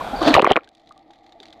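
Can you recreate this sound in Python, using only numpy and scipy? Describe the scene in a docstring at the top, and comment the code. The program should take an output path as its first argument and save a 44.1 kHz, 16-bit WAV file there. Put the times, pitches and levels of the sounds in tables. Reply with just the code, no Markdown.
"""Sea below rocks, waterproof camera at the surface; a diver plunges in beside it.
Wind and lapping give way to a swish and a splash of spray and foam. The wave slaps the housing and
swamps the microphone in loud, briefly ringing bubbles. Then all is muffled: the bubble cloud
murmurs through the housing while tiny bubbles snap in sharp ticks."""
import sys
import numpy as np
from scipy import signal
from scipy.io import wavfile
from scipy.ndimage import uniform_filter1d

SR = 44100
rng = np.random.default_rng(int(sys.argv[2]) if len(sys.argv) > 2 else 0)


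def generate_wav(sig):
    """Save sig (samples, or channels by samples) to the path in sys.argv[1] as 16-bit PCM at SR."""
    pcm = np.round(np.clip(np.atleast_2d(sig).T, -1, 1) * 32767).astype(np.int16)
    wavfile.write(sys.argv[1], SR, pcm)


N = 70560
T = np.arange(N) / SR
ONSET_S = 0.00032

# Spectra (frequency [Hz], relative density [dB])
SEA_AIR_SPECTRUM = [(15, -43), (25, -12), (257, -3.5), (383, -6), (729, 3.5), (1120, -6), (1500, -5.5),
                    (1910, -18.5), (2370, -13.5), (2850, -21.5), (3350, -13.5), (4620, -24.5),
                    (5280, -29.5), (13800, -37.5), (15000, -56)]
BUFFET_SPECTRUM = [(15,-13),(45,8),(70,-5),(130,-18.5),(500,-55.5)]
SPRAY_SPECTRUM = [(60,-25),(200,-9),(300,3),(390,-7.5),(670,5),(850,-4.5),(1200,-6.5),(1750,-12.5),(2400,-26.5),(3500,-13.5),(4500,-19),(5200,-26.5),(7000,-34.5),(11600,-53),(15000,-51.5)]
FOAM_SPECTRUM = [(40,-20.5),(150,-21),(400,9),(800,3.5),(1600,-5),(2400,-5.5),(3200,-36.5),(4200,-24.5),(6000,-58.5),(14000,-46)]
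CLICK_SPECTRUM = [(500,-17),(2000,-7.5),(3800,8),(5500,-4),(9500,-10),(13000,-29)]
SMACK_SPECTRUM = [(200,-12.5),(2000,6.5),(4200,2),(5500,-12),(9000,-23),(15000,-26.5)]
POP_SPECTRUM = [(100,14.5),(800,21),(3500,-2.5),(5500,-24),(9000,-35.5),(15000,-40)]
CLOUD_SPECTRUM = [(25,-3),(60,-6.5),(180,-8),(280,-3),(390,-28),(450,-1),(520,-9.5),(610,-0.5),(790,6.5),(900,-5),(1010,-18),(1180,-9.5),(1550,-29),(1950,-13),(2700,-27),(4000,-25),(5200,-37),(8000,-49),(15000,-52.5)]
TICK_SPECTRUM = [(300,-12),(1200,-5.5),(2000,3),(2800,-3.5),(3600,8.5),(4400,2),(5300,-7.5),(7000,-11),(8500,-20),(15000,-34)]

# Envelopes (time [s], relative level [dB])
BUFFET_ENVELOPE = [(0,-40),(.08,-39.5),(.23,-37),(.29,-47.5),(.35,-39)]
SWISH_ENVELOPE = [(.16,-42),(.19,-45),(.235,-36),(.28,-30.5),(.33,-42.5)]
SPRAY_ENVELOPE = [(.195,-37.5),(.222,-19),(.243,-21),(.26,-19),(.279,-9.5),(.296,-15.5),(.328,-22.5),(.355,-18),(.375,-31),(.412,-39.5)]
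SLOSH_ENVELOPE = [(.24,-27.5),(.28,-14),(.325,-20),(.35,-10),(.405,-27)]
FOAM_ENVELOPE = [(.41,-46),(.423,-23.5),(.44,-26.5),(.48,-28),(.508,-17),(.524,-30),(.555,-47),(.562,-23),(.574,-20),(.585,-42.5),(.603,-50),(.66,-61.5),(.72,-68)]
FILM_ENVELOPE = [(0.46, -45), (0.475, -39.5), (0.50, -32), (0.535, -46)]
CLOUD_ENVELOPE = [(.55,-49.5),(.72,-59),(.86,-56.5),(.96,-54),(1.2,-55.5),(1.33,-53.5),(1.43,-51.5),(1.65,-49.5)]
FIZZ_ENVELOPE = [(.58,-103),(.72,-66),(1.05,-71.5),(1.25,-66),(1.37,-69.5),(1.47,-59.5),(1.65,-68)]

# Air cavities (time [s], pitch [Hz], level [dB], length [s])
CAVITIES = [(.008,1038,-19,0.0095),(.130,810,-19.5,0.031),(.131,262,-23.5,0.023),(.213,334,-16.5,0.016),(.214,1132,-15.5,0.0084),(0.263,296.5,-10.5,0.04),(0.295,273,-10.5,0.031),(0.563,322,-24,0.0233)]
# Clicks on the microphone port (time [s], relative level [dB])
PORT_CLICKS = [(.229,-16),(.294,-14),(.366,-20),(.4207,-21),(.4745,-22),(.512,-22),(.6903,-33.5),(.751,-36.5),(.8925,-36.5),(.9235,-36),(.978,-36)]
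# Water sheets on the housing (time [s], level [dB], decay [s])
SHEET_SMACKS = [(0.2776,-14.5,0.006),(0.3421,-5.5,0.0024),(0.35,-10,0.0026),(0.3566,-10.5,0.00089),(0.4205,-13,0.00063),(0.4454,-13.5,0.00067)]
# Pressure pulses on the housing (time [s], level [dB])
THUDS = [(0.351, -5.5), (0.365, -4), (0.5103, -3), (0.870, -42)]
# Bubbles pinching off (time [s], pitch [Hz], level [dB], t60 [s])
BUBBLE_RINGS = [(0.3401,2430,-0.5,0.016),(0.3406,3917,-6,.009),(0.341,1870,-1,0.023),(0.3494,2140,-6,0.016),(0.3507,1176,1,0.03),(0.357,1070,4,0.0024),
                (0.3654,880,8.5,0.0096),(0.3640,2450,-12,.009),(0.3695,2750,-9,0.014),(0.3716,690,-0.5,0.024),(.3777,676.6,2,0.052),(.3828,685,7,0.025),(.3872,438,-4,0.025),
                (0.3937,2505,-5.5,0.014),(0.4004,2750,-15,.009),(0.3961,848,6.5,0.0042),(.4010,503,-1,0.02),(0.4153,2840,-12.5,0.0073),(0.4243,1127,-3,0.009),(0.428,399,0,0.015),
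                (0.445,1072,6,0.014),(0.453,2350,-7.5,0.01),(0.455,379,-8,0.022),(0.4656,1110,-5,0.023),(0.4655,1987,-5.5,0.011),(0.4736,664,3.5,0.012),
                (0.5049,2990,-5.5,0.0072),(0.5118,390,1,0.027),(0.5114,726,4,0.026),(.5190,3005,1.5,0.0053),(0.525,2130,-11,0.0061),(0.5326,3110,-15,0.012),
                (0.5588,1340,-0.5,0.007),(0.5648,2360,1,0.0074),(0.5721,1097,-2,0.013),(0.5741,471,-7.5,0.024),(0.5881,1300,-22.5,0.018),
                (.608,2330,-35.5,0.0094),(0.674,1540,-43,.035),(1.059,290,-44,.06),(0.9088,1190,-33.5,0.048),(.964,1160,-49.5,0.083),(1.103,801,-37.5,0.044),(1.353,673,-38.5,0.095),(1.407,378,-36,0.033)]
# Tiny bubbles snapping (time [s], relative level [dB], pitch [Hz], crackle decay [s])
BUBBLE_SNAPS = [(0.634,-42,1670,0.001),(0.6436,-41.5,4000,0.0034),(.675,-43,2740,0.0016),(0.8732,-41.5,3820,0.0027),(1.1068,-45,3580,0.0052),(1.1341,-45.5,1920,0.0052),(1.157,-48.5,3305,0.0029),(1.2648,-40,2100,0.0012),(1.2935,-48,3500,0.0034),(1.3223,-38.5,1990,0.0027),(1.4015,-32,3650,0.0012),(1.430,-31.5,3600,.001),(1.4325,-33.5,3600,0.0022),(1.4553,-31.5,2080,0.0013),(1.483,-38,3900,0.0018),(1.527,-37.5,3850,0.0056)]


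def amp(db):
    """Decibels to gain."""
    return 10 ** (np.asarray(db) / 20)


def unit(x):
    """Scale to rms 1."""
    return x / np.sqrt(np.mean(x ** 2) + 1e-20)


def level(envelope):
    """Gain over time; zero outside the envelope."""
    times_s, db = np.transpose(envelope)
    return amp(np.interp(T, times_s, db)) * (T >= times_s[0]) * (T <= times_s[-1])


def add(mix, start_s, sound):
    """Mix in place at start_s."""
    part = mix[max(round(start_s * SR), 0):][:len(sound)]
    part += sound[:len(part)]


def colour(x, spectrum, size=4096):
    """Minimum-phase filter, unit energy."""
    hz, db = np.transpose(spectrum)
    bins_hz = abs(np.fft.fftfreq(size, 1 / SR))
    log_gain = np.log(amp(np.interp(np.log(bins_hz + 1), np.log(hz), db)))
    response = np.exp(np.conj(signal.hilbert(log_gain)))
    taps = np.fft.ifft(response).real[:size // 2]
    return signal.fftconvolve(x, taps / np.linalg.norm(taps))[:len(x)]


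def high_pass(x, hz):
    """Second-order bass cut."""
    return signal.sosfilt(signal.butter(2, hz, "highpass", fs=SR, output="sos"), x)


def drops(per_s, spread_db):
    """Random impulses of uneven size, rms 1."""
    size = amp(spread_db * np.minimum(rng.exponential(1, N), 4))
    return unit(size * rng.choice([-1, 1], N) * (rng.random(N) < per_s / SR))


def narrow_noise(hz, width_hz):
    """Narrow noise band following hz, rms 1."""
    pole = np.exp(-np.pi * width_hz / SR)
    noise = rng.standard_normal(N) + 1j * rng.standard_normal(N)
    baseband = signal.lfilter([1], np.poly([pole, pole]), noise)
    carrier = np.exp(2j * np.pi * np.cumsum(hz * np.ones(N)) / SR)
    return unit((baseband * carrier).real)


def open_air(wash_db=-30, swamped_s=0.346, fade_s=0.016):
    """Wind buffets and small waves, cut off as water covers the microphone."""
    wash = unit(rng.standard_normal(N) + 0.2 * drops(per_s=630, spread_db=20.5))
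    buffet = level(BUFFET_ENVELOPE) * unit(colour(rng.standard_normal(N), BUFFET_SPECTRUM))
    uncovered = np.clip((swamped_s - T) / fade_s + 1, 0, 1)
    return buffet + amp(wash_db) * colour(wash, SEA_AIR_SPECTRUM) * uncovered


def gulps(glide=0.034, skew=0.94):
    """Air cavities from lapping and the body swell and close, pitch rising slightly."""
    out = np.zeros(N)
    for start_s, hz, db, length_s in CAVITIES:
        progress = np.arange(0, length_s, 1 / SR) / length_s
        cycles = np.cumsum(hz * (1 + glide * (progress - 0.5))) / SR
        swell = np.sin(np.pi * progress ** skew)
        add(out, start_s, amp(db) * swell * np.sin(2 * np.pi * cycles))
    return out


def swish(start_hz=4670, fall_hz_per_s=2400):
    """Thin falling hiss leading into the splash."""
    hz = start_hz - fall_hz_per_s * (T - SWISH_ENVELOPE[0][0])
    return level(SWISH_ENVELOPE) * narrow_noise(hz, width_hz=300)


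def splash():
    """The body throws up spray; foam rushes over the housing, a film of it hissing on the port."""
    spray = unit(drops(per_s=2000, spread_db=4) + 0.7 * rng.standard_normal(N)) * level(SPRAY_ENVELOPE)
    foam = drops(per_s=7000, spread_db=2) * level(FOAM_ENVELOPE)
    film = narrow_noise(hz=3146, width_hz=430) * level(FILM_ENVELOPE)
    return colour(spray, SPRAY_SPECTRUM) + colour(foam, FOAM_SPECTRUM) + film


def clicks(gain_db=5):
    """Droplets and tiny bubbles click on the microphone port."""
    impulses = np.zeros(N)
    for start_s, db in PORT_CLICKS:
        add(impulses, start_s, amp([db + gain_db]))
    return colour(impulses, CLICK_SPECTRUM)


def swarm(per_s=820, low_hz=699, high_hz=3970, sizes=14, decay_cycles=1.85, gain_db=-10.5):
    """Small bubbles ring in the slosh and foam."""
    out, t = np.zeros(N), T[:SR // 40]
    churn = level(SLOSH_ENVELOPE) + level(FOAM_ENVELOPE)
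    onset = 1 - np.exp(-(t / ONSET_S) ** 2)
    for hz in np.geomspace(low_hz, high_hz, sizes):
        ring = onset * np.exp(-t * hz / decay_cycles) * np.sin(2 * np.pi * hz * t)
        births = drops(per_s / sizes, spread_db=2) * churn
        out += signal.fftconvolve(births, ring / np.linalg.norm(ring))[:N]
    return amp(gain_db) * out / np.sqrt(sizes)


def slaps(thud_s=0.0013, thud_cutoff_hz=300):
    """The wave hits the housing: low pressure thuds, bright smacks."""
    thuds, smacks, t = np.zeros(N), np.zeros(N), T[:SR // 10]
    for start_s, db in THUDS:
        add(thuds, start_s, amp(db) * (1 - t / thud_s) * np.exp(-t / thud_s))
    for start_s, db, decay_s in SHEET_SMACKS:
        add(smacks, start_s, amp(db) * np.exp(-t / decay_s) * rng.standard_normal(len(t)))
    low_pass = signal.butter(2, thud_cutoff_hz, fs=SR, output="sos")
    return signal.sosfilt(low_pass, thuds) + colour(smacks, SMACK_SPECTRUM)


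def bubbles(rise_per_t60=0.12, wobble_rms=0.025, pop_db=-9, pop_decay_s=0.001, soft_t60_s=0.029):
    """Bubbles pinch off and ring, pitch wobbling upward; brief ones pop harder at birth."""
    rings, pops, t = np.zeros(N), np.zeros(N), T[:SR // 10]
    for start_s, hz, db, t60_s in BUBBLE_RINGS:
        wobble = wobble_rms * unit(uniform_filter1d(rng.standard_normal(len(t)), size=60))
        rise = rise_per_t60 * np.minimum(t / t60_s, 1)
        cycles = np.cumsum(hz * (1 + wobble + rise)) / SR
        swell_s = ONSET_S / 2 + 0.015 * t60_s
        envelope = (1 - np.exp(-(t / swell_s) ** 2)) * amp(-60 * t / t60_s)
        add(rings, start_s, amp(db) * envelope * np.sin(2 * np.pi * cycles))
        pop_gain = amp(db + pop_db) / (1 + (t60_s / soft_t60_s) ** 2)
        add(pops, start_s, pop_gain * np.exp(-t / pop_decay_s) * rng.standard_normal(len(t)))
    return high_pass(rings + colour(pops, POP_SPECTRUM), hz=175)


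def cloud(housing_hz=319.5, housing_db=-5, fizz_decay_s=0.0022):
    """Distant bubbles murmur and ring the housing; fizz grows as the cloud drifts near."""
    murmur = colour(rng.standard_normal(N), CLOUD_SPECTRUM)
    housing = amp(housing_db) * narrow_noise(housing_hz, width_hz=42)
    pole = np.exp(-2 / (fizz_decay_s * SR))
    fizz_power = signal.lfilter([1], [1, -pole], drops(per_s=600, spread_db=5) ** 2)
    fizz = colour(unit(np.sqrt(fizz_power) * rng.standard_normal(N)), TICK_SPECTRUM)
    return level(CLOUD_ENVELOPE) * (murmur + housing) + level(FIZZ_ENVELOPE) * fizz


def ticks(crackle_db=-7, ring_db=2, ring_decay_s=0.00075, tail_db=-20, tail_decay_s=0.0081):
    """Tiny bubbles snap under water: crackle, brief ring, tail scattered by the cloud."""
    crackles, rings, t = np.zeros(N), np.zeros(N), T[:SR // 20]
    onset = 1 - np.exp(-(t / ONSET_S) ** 2)
    for start_s, db, hz, decay_s in BUBBLE_SNAPS:
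        envelope = amp(crackle_db) * np.exp(-t / decay_s) + amp(tail_db) * np.exp(-t / tail_decay_s)
        add(crackles, start_s, amp(db) * onset * envelope * rng.standard_normal(len(t)))
        ring = np.exp(-t / ring_decay_s) * np.sin(2 * np.pi * hz * t)
        add(rings, start_s, amp(db + ring_db) * onset * ring)
    return colour(crackles, TICK_SPECTRUM) + rings


def scene():
    """Above, through and below the surface; mono."""
    surface = open_air() + gulps()
    plunge = swish() + splash() + clicks() + swarm() + slaps() + bubbles()
    return (surface + plunge + cloud() + ticks())[None]


def record(dry, drive_db=-0.5, ceiling=0.85, low_cut_hz=22, high_cut_hz=15700):
    """Bass cut, soft overload on the nearest bubbles, band limit."""
    driven = high_pass(dry, low_cut_hz) * amp(drive_db) / ceiling
    clipped = ceiling * driven / (1 + driven ** 8) ** (1 / 8)
    taps = signal.firwin(511, high_cut_hz, window=("kaiser", 9), fs=SR)
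    return signal.oaconvolve(clipped, taps[None], "same")


dry = scene()
out = record(dry)
generate_wav(out)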